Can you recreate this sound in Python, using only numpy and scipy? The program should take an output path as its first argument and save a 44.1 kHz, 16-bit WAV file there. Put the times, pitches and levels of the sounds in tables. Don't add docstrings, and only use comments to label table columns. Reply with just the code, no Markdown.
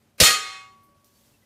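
import sys
import numpy as np
from scipy import signal
from scipy.io import wavfile

SR = 44100
rng = np.random.default_rng(int(sys.argv[2]) if len(sys.argv) > 2 else 0)


def wav_record(signal):
    frames = np.transpose(np.atleast_2d(signal))
    bounded = np.clip(frames, -1, 1)
    quanta = np.round(bounded * 32767).astype(np.int16)
    wavfile.write(sys.argv[1], SR, quanta)


def volts_from_decibels(level):
    exponent = np.asarray(level, float) / 20
    return 10 ** exponent


N = 63945
T = np.arange(N) / SR
BLAST_S, THUMP_S, HIT_S = .2008, .2093, .2344
WALLS_BUILD_S = .012


def rms_one(x):
    return x / np.sqrt(np.mean(x ** 2) + 1e-20)


def since(start_s):
    return np.maximum(T - start_s, 0)


def at_hz(points, hz):
    table_hz, value = np.array(points)[:, 0], np.array(points)[:, 1]
    return np.interp(np.log(hz), np.log(table_hz), value)


def drift(rate_hz):
    r = np.exp(-2 * np.pi * rate_hz / SR)
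    settle = 9000
    return rms_one(signal.lfilter([1], [1, -2 * r, r * r], rng.standard_normal(N + settle))[settle:])


def click(s, db):
    return volts_from_decibels(db) * (np.arange(N) == int(s * SR))


def ring(x, modes):
    out = 0
    for hz, db, t60 in modes:
        r = volts_from_decibels(-60 / (t60 * SR))
        w = 2 * np.pi * hz / SR
        out = out + volts_from_decibels(db) * signal.lfilter([0, np.sin(w)], [1, -2 * r * np.cos(w), r * r], x + 1e-18)
    return out


def echoes(x, t60):
    tail = rng.standard_normal(N) * volts_from_decibels(-60 * T / t60) * (1 - np.exp(-T / .006))
    return signal.fftconvolve(x, tail / np.sqrt(np.sum(tail ** 2)))[:N]


# frequency in Hz, t60 in seconds.
ROOM_DECAY = [(60, .25), (250, .5), (700, .52), (1500, .54), (3000, .52), (6000, .47), (10000, .37),
              (13000, .29), (16000, .17)]


def room_fade(age, hz, share=1.):
    return volts_from_decibels(-60 * age / (share * at_hz(ROOM_DECAY, hz)))


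def bands(spectrum, patchy_db, start=None, attack=1., share=1.):
    edges = 25 * 2 ** np.arange(0, 9.5, 1 / 3)
    white = rng.standard_normal((2, N))
    wobble = [drift(3), drift(25), drift(36)]
    out, power = 0, 0
    for k, (low, high) in enumerate(zip(edges, edges[1:])):
        hz = np.sqrt(low * high)
        band_filter = signal.butter(2, [low, high], "band", fs=SR, output="sos")
        band = volts_from_decibels(at_hz(spectrum, hz)) * signal.sosfilt(band_filter, white[k % 2])
        power += np.mean(band ** 2)
        if start is not None:
            age = since(start)
            band = band * room_fade(age, hz, share) * (1 - np.exp(-age / attack))
        out = out + band * volts_from_decibels(patchy_db * wobble[k % 3])
    return out / np.sqrt(power)


# frequency in Hz, level in dB per Hz.
BLAST_COLOUR = [(200, -15.5), (450, -5), (1000, -12.5), (1500, -9.5), (2200, -4), (4000, -1.5),
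                (9000, -7.5), (16000, -12.5)]


def muzzle():
    puff = 1 + 0.24 * np.exp(-since(BLAST_S) / .012)
    return volts_from_decibels(-11.5) * puff * bands(BLAST_COLOUR, 1.2, BLAST_S, attack=.0015)


# frequency in Hz, level in dB, t60 in seconds.
STOCK_MODES = [(150, -17, .08), (260, -27.5, .08), (508.4, -15.5, 0.053), (619.2, -22, .07)]


def piston():
    from_hz, to_hz, fall_s = 215, 50, .008
    level_db, hold_s, t60_s = -16.5, .012, .051
    age = since(THUMP_S)
    hz = to_hz + (from_hz - to_hz) * np.exp(-age / fall_s)
    fade = volts_from_decibels(level_db - 60 * np.maximum(age - hold_s, 0) / t60_s)
    push = np.sin(2 * np.pi * np.cumsum(hz * (age > 0)) / SR) * fade
    knock = ring(click(THUMP_S + .004, 0), STOCK_MODES)
    thump = push + knock
    return thump + volts_from_decibels(-18.5) * echoes(thump, 0.58)


PLATE_HZ = [1241, 1890, 2169, 2530, 2822, 3192, 3660, 4308, 4643, 5415, 6085, 7004, 8037, 9641]
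# level in dB, t60 in seconds.
PLATE_RING = [(-15.5, .25), (-13.5, 0.11), (-27, 0.47), (-20, 0.34), (-21, 0.14), (-16.5, 0.17),
              (-15.5, 0.09), (-10.5, 0.11), (-28.5, 0.34), (-14.5, 0.1), (-15.5, 0.049), (-15.5, 0.22),
              (-28.5, 0.07), (-30.5, 0.18)]
FRAME_MODE_HZ = [1430, 1522, 1669, 2051, 2613, 3122, 3531, 3754, 4130, 6620, 8489, 10508]
# level in dB, t60 in seconds.
FRAME_RING = [(-33, .35), (-36, 0.4), (-27, .3), (-27.5, 0.34), (-29, .35), (-19.5, 0.11), (-27.5, 0.43),
              (-28.5, .15), (-22, 0.3), (-23.5, 0.18), (-23, 0.19), (-30.5, 0.092)]
# frequency in Hz, level in dB per Hz.
SPLASH_COLOUR = [(180, -54), (300, -29.5), (994, -35.5), (1230, -17), (1360, -19), (1870, -11.5),
                 (4830, -14.5), (6850, -4), (16000, -10.5)]


def trap():
    plate_direct, frame_direct = .55, .5
    modes = [(hz, *strength, plate_direct) for hz, strength in zip(PLATE_HZ, PLATE_RING)]
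    modes += [(hz, *strength, frame_direct) for hz, strength in zip(FRAME_MODE_HZ, FRAME_RING)]
    for hz in np.geomspace(1353.3, 9290, 44):
        minor_hz, minor_db = hz * rng.uniform(0.99, 1.03), -29 + rng.normal(0, 0.67)
        modes.append((minor_hz, minor_db, 0.1 * (2500 / hz) ** 0.13, plate_direct))
    age, hit = since(HIT_S), click(HIT_S, 0)
    build = 1 - np.exp(-age / WALLS_BUILD_S)
    out = 0
    for *mode, near in modes:
        direct = rng.choice([-1, 1]) * ring(hit, [mode])
        paths = rng.standard_normal(N) * build * room_fade(age, mode[0], share=.92)
        walls = ring(paths, [mode])
        mixed = rms_one(near * rms_one(direct) + rms_one(walls))
        out = out + mixed * np.sqrt(np.mean(direct ** 2))
    return out + volts_from_decibels(-17) * bands(SPLASH_COLOUR, 1.5, HIT_S, attack=.003, share=1.04)


# frequency in Hz, level in dB, t60 in seconds.
BAR_MODES = [(770, -29, .77), (951, -39, .9), (1125, -25.5, 1.13)]


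def free_bars():
    return ring(click(HIT_S, 0), BAR_MODES) * (1 - np.exp(-since(HIT_S) / WALLS_BUILD_S))


# start in seconds, peak level in dB.
SEAR_CLICKS = [
    (.1805, -35),
    (.1812, -38),
    (.1862, -33),
    (.1872, -31),
    (.1915, -35),
    (.1945, -37),
]
# frequency in Hz, level in dB per Hz.
SCRAPE_COLOUR = [(180, -42), (300, -10), (2250, -8), (2570, -5), (2840, -8), (13100, -20.5), (16000, -29)]


def action():
    impulses = sum(click(s, db) for s, db in SEAR_CLICKS)
    clicks = signal.lfilter([1, -1], [1, -.3], impulses)
    start_s, end_s = .181, .202
    along = (T - start_s) / (end_s - start_s)
    gate = np.clip(along * 8, 0, 1) * (along < 1.5)
    scrape = gate * volts_from_decibels(-50 + 9 * np.clip(along, 0, 1)) * bands(SCRAPE_COLOUR, 2.0)
    return clicks + volts_from_decibels(-9.5) * echoes(clicks, .1) + scrape


# time in seconds, level in dB.
SLEEVE_BRUSH = [
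    (1.06, -63),
    (1.096, -68.5),
    (1.18, -64.5),
    (1.348, -67),
    (1.45, -72.5),
]
# frequency in Hz, level in dB per Hz.
CLOTH_COLOUR = [(1200, -26), (2500, -6), (4500, -3.5), (7000, -2.5), (10000, -7.5), (12500, -2.5),
                (14000, -4), (16000, -8)]


def sleeve():
    level_db = np.interp(T, *np.transpose([(1.03, -100), *SLEEVE_BRUSH]))
    return volts_from_decibels(level_db) * bands(CLOTH_COLOUR, 1.2)


# start in seconds, click level in dB, hiss level in dB,
# hiss t60 in seconds, low edge in Hz.
HAND_TICKS = [
    (.8335, -52, -60, .22, 10000),
    (.834, -58, -70, .2, 4500),
    (.997, -54, -72, .3, 1500),
    (1.0453, -33, -61, .12, 4000),
]
# frequency in Hz, level in dB, t60 in seconds.
TICK_MODES = [(5700, -31, .08), (13000, -31, .12)]


def ticks():
    out = 0
    for s, db, hiss_db, t60, low_hz in HAND_TICKS:
        hiss = rng.standard_normal(N) * (T > s) * volts_from_decibels(hiss_db - 60 * since(s) / t60)
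        tap = click(s, db)
        tick = np.convolve(tap, [.5, .5])[:N] + ring(tap, TICK_MODES) + hiss
        out = out + signal.sosfilt(signal.butter(3, low_hz, "high", fs=SR, output="sos"), tick)
    return out


# centre in seconds, pitch in Hz, level in dB, length in seconds.
FINGER_SQUEAKS = [
    (.915, 1560, -74, 0.021),
    (1.168, 4520, -69, 0.056),
    (1.349, 2690, -66, 0.037),
    (1.433, 2010, -65.5, 0.032),
]


def squeaks():
    out = 0
    for s, hz, db, length in FINGER_SQUEAKS:
        swell = np.exp(-2 * ((T - s) / length * 2) ** 2)
        out = out + volts_from_decibels(db) * swell * np.sin(2 * np.pi * hz * T + 0.97 * drift(67))
    return out


# frequency in Hz, level in dB per Hz.
TONE_COLOUR = [(15, -36), (25, -12), (102, -0.5), (775, -15), (863, -16), (1130, -17.5), (1840, -20),
               (2050, -20.5), (16000, -30)]
# frequency in Hz, level in dB.
MACHINE_HUM = [(100, -72.5), (225, -72), (390, -79.5), (572, -76)]


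def room_tone():
    hum = 0
    for hz, db in MACHINE_HUM:
        level = volts_from_decibels(db + 3 * drift(6))
        pitch = hz * (1 + 0.0033 * drift(15))
        hum = hum + level * np.sin(2 * np.pi * np.cumsum(pitch) / SR)
    return volts_from_decibels(-64.5) * bands(TONE_COLOUR, 1.4) + hum


def scene():
    shot = volts_from_decibels(6.5) * (muzzle() + piston() + trap())
    handling = sleeve() + ticks() + squeaks()
    return (shot + free_bars() + action() + handling + room_tone())[None]


def top_cut(x):
    return signal.sosfilt(signal.butter(12, 16470, fs=SR, output="sos"), x)


# seconds after the crack, gain in dB.
GAIN_DUCK = [
    (0, -0.5),
    (.003, -4.5),
    (.07, -4),
    (.205, -9),
    (.36, 0),
]


def record(dry):
    x = dry * volts_from_decibels(np.interp(T - BLAST_S, *np.transpose(GAIN_DUCK)))
    x = signal.sosfilt(signal.butter(2, 40, "high", fs=SR, output="sos"), x)
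    ceiling = 1.3
    x = ceiling * np.tanh(x / ceiling)
    x = signal.sosfilt(signal.cheby2(12, 70, 16500, fs=SR, output="sos"), x)
    return top_cut(x)


dry = scene()
out = record(dry)
wav_record(out)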